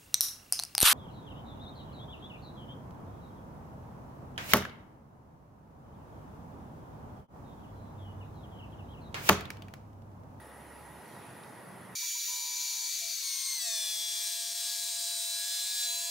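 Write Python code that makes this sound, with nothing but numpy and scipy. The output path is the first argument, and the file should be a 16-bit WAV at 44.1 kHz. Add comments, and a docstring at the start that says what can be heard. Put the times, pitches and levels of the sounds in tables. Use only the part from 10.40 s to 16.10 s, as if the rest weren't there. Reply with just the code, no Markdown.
"""A quiet workshop is heard first: rumble, hiss, faint hum and one tick; then the scene changes abruptly.
A router spindle, its overtones a bank of wavering sines, whines at full speed while stepper tones sound.
The bit enters plywood and the pitch sags; two feed vibrations put sidebands round the overtones.
Shaped noise makes the ventilation, cooling air and chips; jittered overtones add a dense buzz."""
import sys
import numpy as np
from scipy import signal
from scipy.fft import rfft, irfft, next_fast_len
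from scipy.io import wavfile
from scipy.ndimage import uniform_filter1d

SR = 44100
rng = np.random.default_rng(int(sys.argv[2]) if len(sys.argv) > 2 else 0)


def gain_from_db(level_db):
    """Turn a decibel level (scalar or array-like) into a linear amplitude factor."""
    decades = np.asarray(level_db, float) / 20
    return 10 ** decades


def store_wav(level_fs):
    """Save 16-bit WAV to argv[1]."""
    pcm = np.round(np.clip(np.atleast_2d(level_fs), -1, 1) * 32767)
    wavfile.write(sys.argv[1], SR, pcm.T.astype(np.int16))


N = 251414  # samples
CUT, STOP = 1.5515, 5.47  # change of scene, slow axis stops (s)
END = 9  # a gate closing here (s) stays open to the last sample
LEFT_RIGHT = np.array([[1], [-1]])  # sign of the side signal at each microphone


def along(points, hz):
    """Gain at hz from (Hz, dB) points joined on a log frequency axis."""
    f, db = np.transpose(points)
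    return gain_from_db(np.interp(np.log(hz + 1), np.log(f + 1), db))


def curves(rows):
    """One value per sample for each column after the time."""
    s, *columns = np.transpose(rows)
    t = np.arange(N) / SR
    return [np.interp(t, s, column) for column in columns]


def wobble(rate):
    """A random curve with rate knots a second."""
    knots = rng.standard_normal(int(N * rate / SR) + 4)
    return np.interp(np.arange(N) * (rate / SR), np.arange(len(knots)), knots)


def gate(start, stop, edge):
    """1 between two times, with ramps of edge seconds inside them."""
    t = np.arange(N) / SR
    return np.clip(np.minimum(t - start, stop - t) / edge, 0, 1)


def turns(hz):
    """Running phase of a changing frequency, in radians."""
    return 2 * np.pi * np.cumsum(hz * np.ones(N)) / SR


# The bass is nearly alike at both microphones.
# Each row: frequency in Hz, gain of the side signal in dB.
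SIDE_COLOUR = [(70, -12), (300, -1.5)]


def rush(gain, side_db, patchy_db, source=None):
    """Colours a mid and side source (noise if none) with random patches of gain; its mid has rms 1."""
    if source is None:
        source = rng.standard_normal((2, N))
    hz, _, z = signal.stft(source, SR, nperseg=2048)
    field = rng.standard_normal(z.shape[1:])
    field = uniform_filter1d(uniform_filter1d(field, 14, axis=0), 3, axis=1)
    colour = gain(hz) * [np.ones_like(hz), along(SIDE_COLOUR, hz)]
    z = z * colour[..., None] * gain_from_db(patchy_db * field / field.std())
    mid, side = signal.istft(z, SR, nperseg=2048)[1][:, :N]
    return (mid + gain_from_db(side_db) * side * LEFT_RIGHT) / mid.std()


def line(phase, db, waver_db=2, spread=0.27):
    """A sine of rms db with wavering level; room paths shift its phase oppositely at each microphone."""
    lead = spread * wobble(3.7)
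    size = np.sqrt(2) * gain_from_db(db + waver_db * (wobble(14) + 0.3 * wobble(4)))
    phase = phase + 2 * np.pi * rng.random() + 0.55 * wobble(40)
    return size * np.sin(phase + lead * LEFT_RIGHT)


# The empty room. Each row: time in seconds, rumble level in dB, hiss level in dB.
ROOM_LEVELS = [(0, -52.5, -66.5), (.62, -51.5, -64), (.7, -51, -62), (1.54, -50, -66)]
# Colour of the rumble. Each row: frequency in Hz, gain in dB.
RUMBLE_COLOUR = [(52, -48), (72, -12), (120, -2), (190, -5.5), (834, -8.5), (1930, -15), (2200, -19.5),
                 (3500, -41)]
# Colour of the hiss. Each row: frequency in Hz, gain in dB.
HISS_COLOUR = [(1500, -21), (2500, -2), (7800, -13.5), (13800, -14.5), (14300, -23)]
# Narrow noise bands of idle equipment. Each row: centre in Hz, width in Hz, relative power in dB.
IDLE_BANDS = [(850.5, 11, -62), (948, 21, -70), (1913, 97, -69.5), (10100, 530, -68), (9170, 980, -77.5),
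              (13100, 390, -77.5)]
# The small tick. Each row: start in seconds, starting level in dB before random shaping.
TICKS = [(1.0358, -46.5)]


def workshop():
    """Ventilation rumble and hiss as coloured noise, idle equipment as narrow bands, and a decaying tick."""
    rumble_db, hiss_db = curves(ROOM_LEVELS)

    def idle_gain(hz):
        power = sum(gain_from_db(2 * db) / width / (1 + (2 * (hz - centre) / width) ** 2) ** 2
                    for centre, width, db in IDLE_BANDS)
        return np.sqrt(power)

    out = gain_from_db(rumble_db) * rush(lambda hz: along(RUMBLE_COLOUR, hz), side_db=-6.5, patchy_db=0.3)
    out += gain_from_db(hiss_db) * rush(lambda hz: along(HISS_COLOUR, hz), side_db=-5.5, patchy_db=2.3)
    out += gain_from_db(-58) * rush(idle_gain, side_db=-6, patchy_db=1.3)
    t = np.arange(800) / SR
    for start, db in TICKS:
        decay = gain_from_db(db - 60 * t / 0.026)  # 60 dB in 26 ms
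        rough = 3 * uniform_filter1d(rng.standard_normal(800), size=16)
        out[:, round(start * SR):][:, :800] += decay * np.sin(2 * np.pi * 3800 * t) * rough
    return out * gain_from_db([[-0.6], [0.6]])  # slightly stronger at the right microphone


# Steady tones. Each row: start in seconds, stop in seconds, pitch in Hz, level in dB,
# fall over the tone in dB (negative rises).
MOTOR_TONES = [(0, 0.595, 70, -60, 3), (1.258, 1.533, 186.7, -56.5, -0.5), (1.623, 1.67, 977, -50, 20),
               (1.748, 1.81, 974, -47, 30), (1.876, 2.487, 991, -55, 8), (1.885, 2.48, 894, -63, 2),
               (2.1, 2.6, 670, -80, -9), (2.611, 2.732, 677, -59, 4), (2.817, 3.14, 1070, -69, -8),
               (3.13, 3.19, 920, -67, 0), (3.18, 3.46, 1655, -63, 0), (3.18, 3.5, 1135, -70, 2)]


def motors():
    """Stepper and mains tones: wavering sines of fixed pitch that start and stop."""
    out = 0
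    for start, stop, hz, db, fall_db in MOTOR_TONES:
        level_db = db - fall_db * gate(start, END, stop - start)
        tone = line(turns(hz), level_db, waver_db=2, spread=0.08)
        out = out + tone * gate(start, stop + 0.0082, 0.0085)
    return out


# Air and chip noise. Each row: time in seconds, level in dB.
AIR_LEVEL = [(1.55, -36), (1.9, -34.5), (2.0, -37), (3.14, -35), (3.22, -39), (3.45, -39.5), (4.2, -38),
             (4.9, -37.5), (5.44, -36), (5.5, -37.5)]
# Height of the head. Each row: time in seconds, state (0 raised, 1 lowered to the sheet, 2 cutting).
HEAD_STATE = [(1.8, 0), (2.5, 0.86), (3.15, 0.87), (3.4, 1.7)]
# Colour of the air with the head raised. Each row: frequency in Hz, gain in dB.
FREE_COLOUR = [(3000, -18.5), (4100, -6), (5000, -17.5), (5800, -1.5), (6700, -5.5), (7600, -18.5),
               (11000, -16), (15700, -14)]
# The same with the head lowered. 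Each row: frequency in Hz, gain in dB.
LOWERED_COLOUR = [(3000, -16.5), (4400, -1.5), (5200, -10.5), (6300, -0.5), (7200, -11), (9000, -15),
                  (11000, -14.5), (15700, -15.5)]
# The same in the cut, also used by the buzz. Each row: frequency in Hz, gain in dB.
CUTTING_COLOUR = [(2500, -11), (4200, 0.5), (6000, -6.5), (7200, 1), (8700, 1), (9700, -2), (10200, -1.5),
                  (10900, -14), (12900, -1.5), (14000, -10.5), (15700, -4.5)]
# Steep loss of bass in the router noise, air and buzz alike. Each row: frequency in Hz, gain in dB.
BASS_LOSS = [(40, -34.5), (300, -30), (600, -17), (1300, -11.5), (2300, 0)]
# Vibration of the slow feed axis. Each row: time in seconds, rate in Hz.
SLOW_AXIS = [(3.8, 209), (4.5, 205), (5.4, 204)]


def air():
    """Cooling air and chips: noise coloured by the head's height, throbbing at the slow axis rate."""
    (level_db,), (state,), (slow_hz,) = curves(AIR_LEVEL), curves(HEAD_STATE), curves(SLOW_AXIS)
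    throb = 1 + 0.5 * gate(3.3, STOP, 0.055) * np.sin(turns(slow_hz))
    noise = 0
    for k, colour in enumerate((FREE_COLOUR, LOWERED_COLOUR, CUTTING_COLOUR)):
        share = np.sqrt(np.clip(1 - abs(state - k), 0, 1))
        source = throb * rng.standard_normal((2, N))
        noise = noise + share * rush(lambda hz: along(colour, hz) * along(BASS_LOSS, hz),
                                     side_db=-13, patchy_db=1.7, source=source)
    return noise * gain_from_db(level_db + 0.79 * wobble(9))


def buzz(spin, fast, slow, slow_depth):
    """Both axes jitter the overtones in time, filling the spectrum with a dense comb of weak lines."""
    start = 2 * np.pi * rng.random((10, 3, 2, 1))  # overtone, phase, mid or side
    comb = 0
    for k, (a, b, c) in enumerate(start):
        jitter = 1.5 * np.sin(fast + b) + 2.22 * slow_depth * np.sin(slow + c)  # radians
        comb = comb + np.sin(k * spin + a + jitter)
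    return rush(lambda hz: along(CUTTING_COLOUR, hz) * along(BASS_LOSS, hz),
                side_db=-8, patchy_db=4.5, source=comb)


# How loudly a spindle line arrives with the head raised. Each row: pitch in Hz, level in dB.
RAISED_ARRIVAL = [(2330, -52.5), (4650, -56.5), (7000, -42.5), (9300, -55), (11600, -66), (14000, -63)]
# The same with the head down on the resonating sheet.
# Each row: pitch in Hz, level in dB at the near edge, level in dB far across.
SHEET_ARRIVAL = [(990, -58, -56), (1400, -75, -58), (1656, -56, -59.5), (1664.5, -61, -49.5),
                 (2128, -48, -72.5), (2130, -64, -65), (2390, -53.5, -56.5), (2860, -59, -50),
                 (3220, -66, -62), (3290, -50, -59.5), (3395, -45, -54.5), (3500, -43, -60),
                 (3545, -44.5, -42), (3840, -64, -48), (4040, -57, -44), (4120, -51, -48), (4210, -50, -57),
                 (4750, -46.5, -48.5), (4950, -53.5, -52), (5230, -47, -41), (5670, -45.5, -51.5),
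                 (6100, -45, -68), (6500, -54, -51), (6860, -53, -62), (6930, -60, -38.5), (7590, -53, -56),
                 (8800, -45, -36.5), (9120, -51, -54), (9000, -51.5, -55), (10000, -58, -60),
                 (10450, -59, -56), (12700, -58, -68), (15000, -41, -68)]


def arrival_db(hz, place):
    """Level of a line at a changing pitch, blended between the three places of the head."""
    free_hz, free_db = np.transpose(RAISED_ARRIVAL)
    sheet_hz, near_db, far_db = np.transpose(SHEET_ARRIVAL)
    across, raised = np.clip(place - 1, 0, 1), np.clip(1 - place, 0, 1)
    down_db = np.interp(hz, sheet_hz, near_db) + across * np.interp(hz, sheet_hz, far_db - near_db)
    return down_db + raised * (np.interp(hz, free_hz, free_db) - down_db)


# Strength of each overtone at the spindle, from the first up [dB].
OVERTONE_DB = [-1, 4, 1.5, 2.5, -1.5, -2, -10]
# Change of each overtone once the slow axis stops [dB].
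STOPPED_DB = [-3, 2.5, -6, 12.5, -5, 8, 0]


def overtones(pitch_hz, spin, place, cutting, stopped):
    """Whole multiples of the spindle pitch; they swell in the plunge and drop slightly in the cut."""
    work_db = -1 * cutting + 2.5 * gate(2.73, 3.47, 0.13)
    out = 0
    for k, (db, stop_db) in enumerate(zip(OVERTONE_DB, STOPPED_DB), 1):
        level_db = db + arrival_db(k * pitch_hz, place) + work_db + stop_db * stopped
        out = out + line(k * spin, level_db)
    return out


def feed_tones(fast, slow, fast_db, cutting, both):
    """The fast axis heard by itself, with two weak combination tones while both axes move."""
    out = line(fast, fast_db, waver_db=1.2, spread=0.2)
    out += line(fast + slow, -71) * both
    out += line(2 * fast - slow, -75) * both
    return out * cutting


# Sidebands. Each row: times the fast axis rate, times the slow axis rate.
SIDEBAND_OFFSETS = [(1, 0), (-1, 0), (2, 0), (0, 1), (0, -1), (0, 2), (1, 1)]
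# Each sideband relative to its overtone, before the bite lifts it [dB].
SIDEBAND_DB = [-1.5, -13.5, -8.5, -8.5, -12, -13.5, -16.5]
# Change of the three fast sidebands once the slow axis stops [dB].
ALONE_DB = [2, 9, 0]


def sidebands(pitch_hz, fast_hz, slow_hz, spin, fast, slow, place, cutting, both, stopped, bite):
    """Sums and differences of overtone and feed rates, coloured by the sheet at their own pitch."""
    alone = list(ALONE_DB) + [0] * 4
    out = 0
    for k, db in enumerate(OVERTONE_DB[:-1], 1):
        for (m, n), under_db, alone_db in zip(SIDEBAND_OFFSETS, SIDEBAND_DB, alone):
            hz = k * pitch_hz + m * fast_hz + n * slow_hz
            level_db = db + under_db + 4.5 * bite + alone_db * stopped + arrival_db(hz, place)
            moving = both if n else cutting
            out = out + line(k * spin + m * fast + n * slow, level_db) * moving
    return out


# Pairs of lines 150 Hz either side of the free-running whine. 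Each row: overtone, level in dB.
BESIDE_LINES = [(2, -52.5), (3, -56), (4, -63)]


def lines_beside(spin):
    """A line above and below some overtones before the plunge."""
    out = 0
    for k, db in BESIDE_LINES:
        for sign in (1, -1):
            out = out + line(k * spin + sign * turns(150), db) * gate(1.5, 2.8, 0.042)
    return out


# Half orders as the bit plunges. Each row: multiple of the spindle pitch, level in dB.
HALF_ORDERS = [(1.5, -61), (2.5, -55)]


def half_orders(spin):
    """Lines midway between overtones, until the cut begins."""
    return sum(line(order * spin, db, waver_db=3) * gate(2.0, 3.18, 0.08) for order, db in HALF_ORDERS)


# Pitch of the spindle whine. Each row: time in seconds, pitch in Hz.
SPINDLE_PITCH = [(1.55, 2328), (2.73, 2329), (2.87, 2214), (2.93, 2183), (3.14, 2108), (3.17, 2071),
                 (3.2, 1990), (3.29, 1830), (3.4, 1744), (3.59, 1683), (3.86, 1677), (4.04, 1657),
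                 (4.3, 1662), (4.76, 1648), (5.1, 1670), (5.4, 1677), (5.48, 1672), (5.7, 1690)]
# Travel of the head. Each row: time in seconds, place (0 raised, 1 down at the near edge, 2 far across).
HEAD_TRAVEL = [(2.2, 0.072), (2.85, 0.41), (3.85, 1.23), (4.02, 1.55), (4.8, 2.05)]
# Feed in the cut. Each row: time in seconds, fast axis rate in Hz, level of its tone in dB.
FAST_AXIS = [(3.2, 715, -71), (3.28, 687, -52), (3.32, 669, -57.5), (3.5, 666.2, -63.5),
             (4.0, 686.3, -59.5), (4.34, 690, -60.5), (4.87, 685.5, -57), (5.4, 700, -65.5),
             (5.49, 688, -56.5)]
# Brief dips of the whine. Each row: start in seconds, stop in seconds, change in dB.
DIPS = [(2.75, 2.84, -7), (4.13, 4.15, -6.5)]


def whine():
    """The spindle's lines and buzz, all following its pitch and the vibrations of the two feed axes."""
    (pitch_hz,), (place,) = curves(SPINDLE_PITCH), curves(HEAD_TRAVEL)
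    (fast_hz, fast_db), (slow_hz,) = curves(FAST_AXIS), curves(SLOW_AXIS)
    spin, fast, slow = turns(pitch_hz), turns(fast_hz), turns(slow_hz)
    cutting = gate(3.18, END, 0.038)
    both = gate(3.25, STOP, 0.0095) * gate(3.1, END, 0.35)  # both axes moving
    stopped = gate(STOP, END, 0.0223)
    bite = gate(0, 3.5, 0.14)  # its end fades the extra strength of the first bite
    out = overtones(pitch_hz, spin, place, cutting, stopped)
    out += feed_tones(fast, slow, fast_db, cutting, both)
    out += gain_from_db(-45.5 + 3 * bite) * buzz(spin, fast, slow, both) * cutting
    out += sidebands(pitch_hz, fast_hz, slow_hz, spin, fast, slow, place, cutting, both, stopped, bite)
    out += lines_beside(spin)
    out += half_orders(spin)
    return out * gain_from_db(sum(db * gate(start, stop, 0.0067) for start, stop, db in DIPS))


# Position of the router. Each row: time in seconds, left over right in dB.
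ROUTER_PAN = [(1.55, -0.3), (2.7, 2.5), (5.7, 0.5)]
# Router and motors differ least between microphones in the low mids and the top treble.
# Each row: frequency in Hz, gain of the side signal in dB.
ROUTER_WIDTH = [(300, 5.5), (500, -8), (2800, -7), (3200, 3.5), (13500, 5.5), (15300, -8)]


def scene():
    """The workshop, then the router panned by its position; motor tones sound in both."""
    pan_db, = curves(ROUTER_PAN)
    router = (whine() + air()) * gate(CUT, END, 0.0023)
    left, right = router * gain_from_db([pan_db / 2, -pan_db / 2]) + motors()
    size = next_fast_len(N + 8192)
    width = along(ROUTER_WIDTH, np.fft.rfftfreq(size, 1 / SR))
    side = irfft(rfft(left - right, size) * width, size)[:N]
    machine = (left + right + side * LEFT_RIGHT) / 2
    return workshop() * gate(-1, CUT + 0.0052, 0.0048) + machine


def roll_off(x):
    """The treble ends steeply here."""
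    return signal.sosfilt(signal.butter(12, 16970, fs=SR, output="sos"), x)


def record(dry):
    """Removes everything from 15750 Hz up and finishes the mix."""
    size = next_fast_len(N)
    passed = np.fft.rfftfreq(size, 1 / SR) < 15750
    narrow = irfft(rfft(dry, size) * passed, size)[:, :N]
    return roll_off(narrow)


dry = scene()
out = record(dry)
store_wav(out)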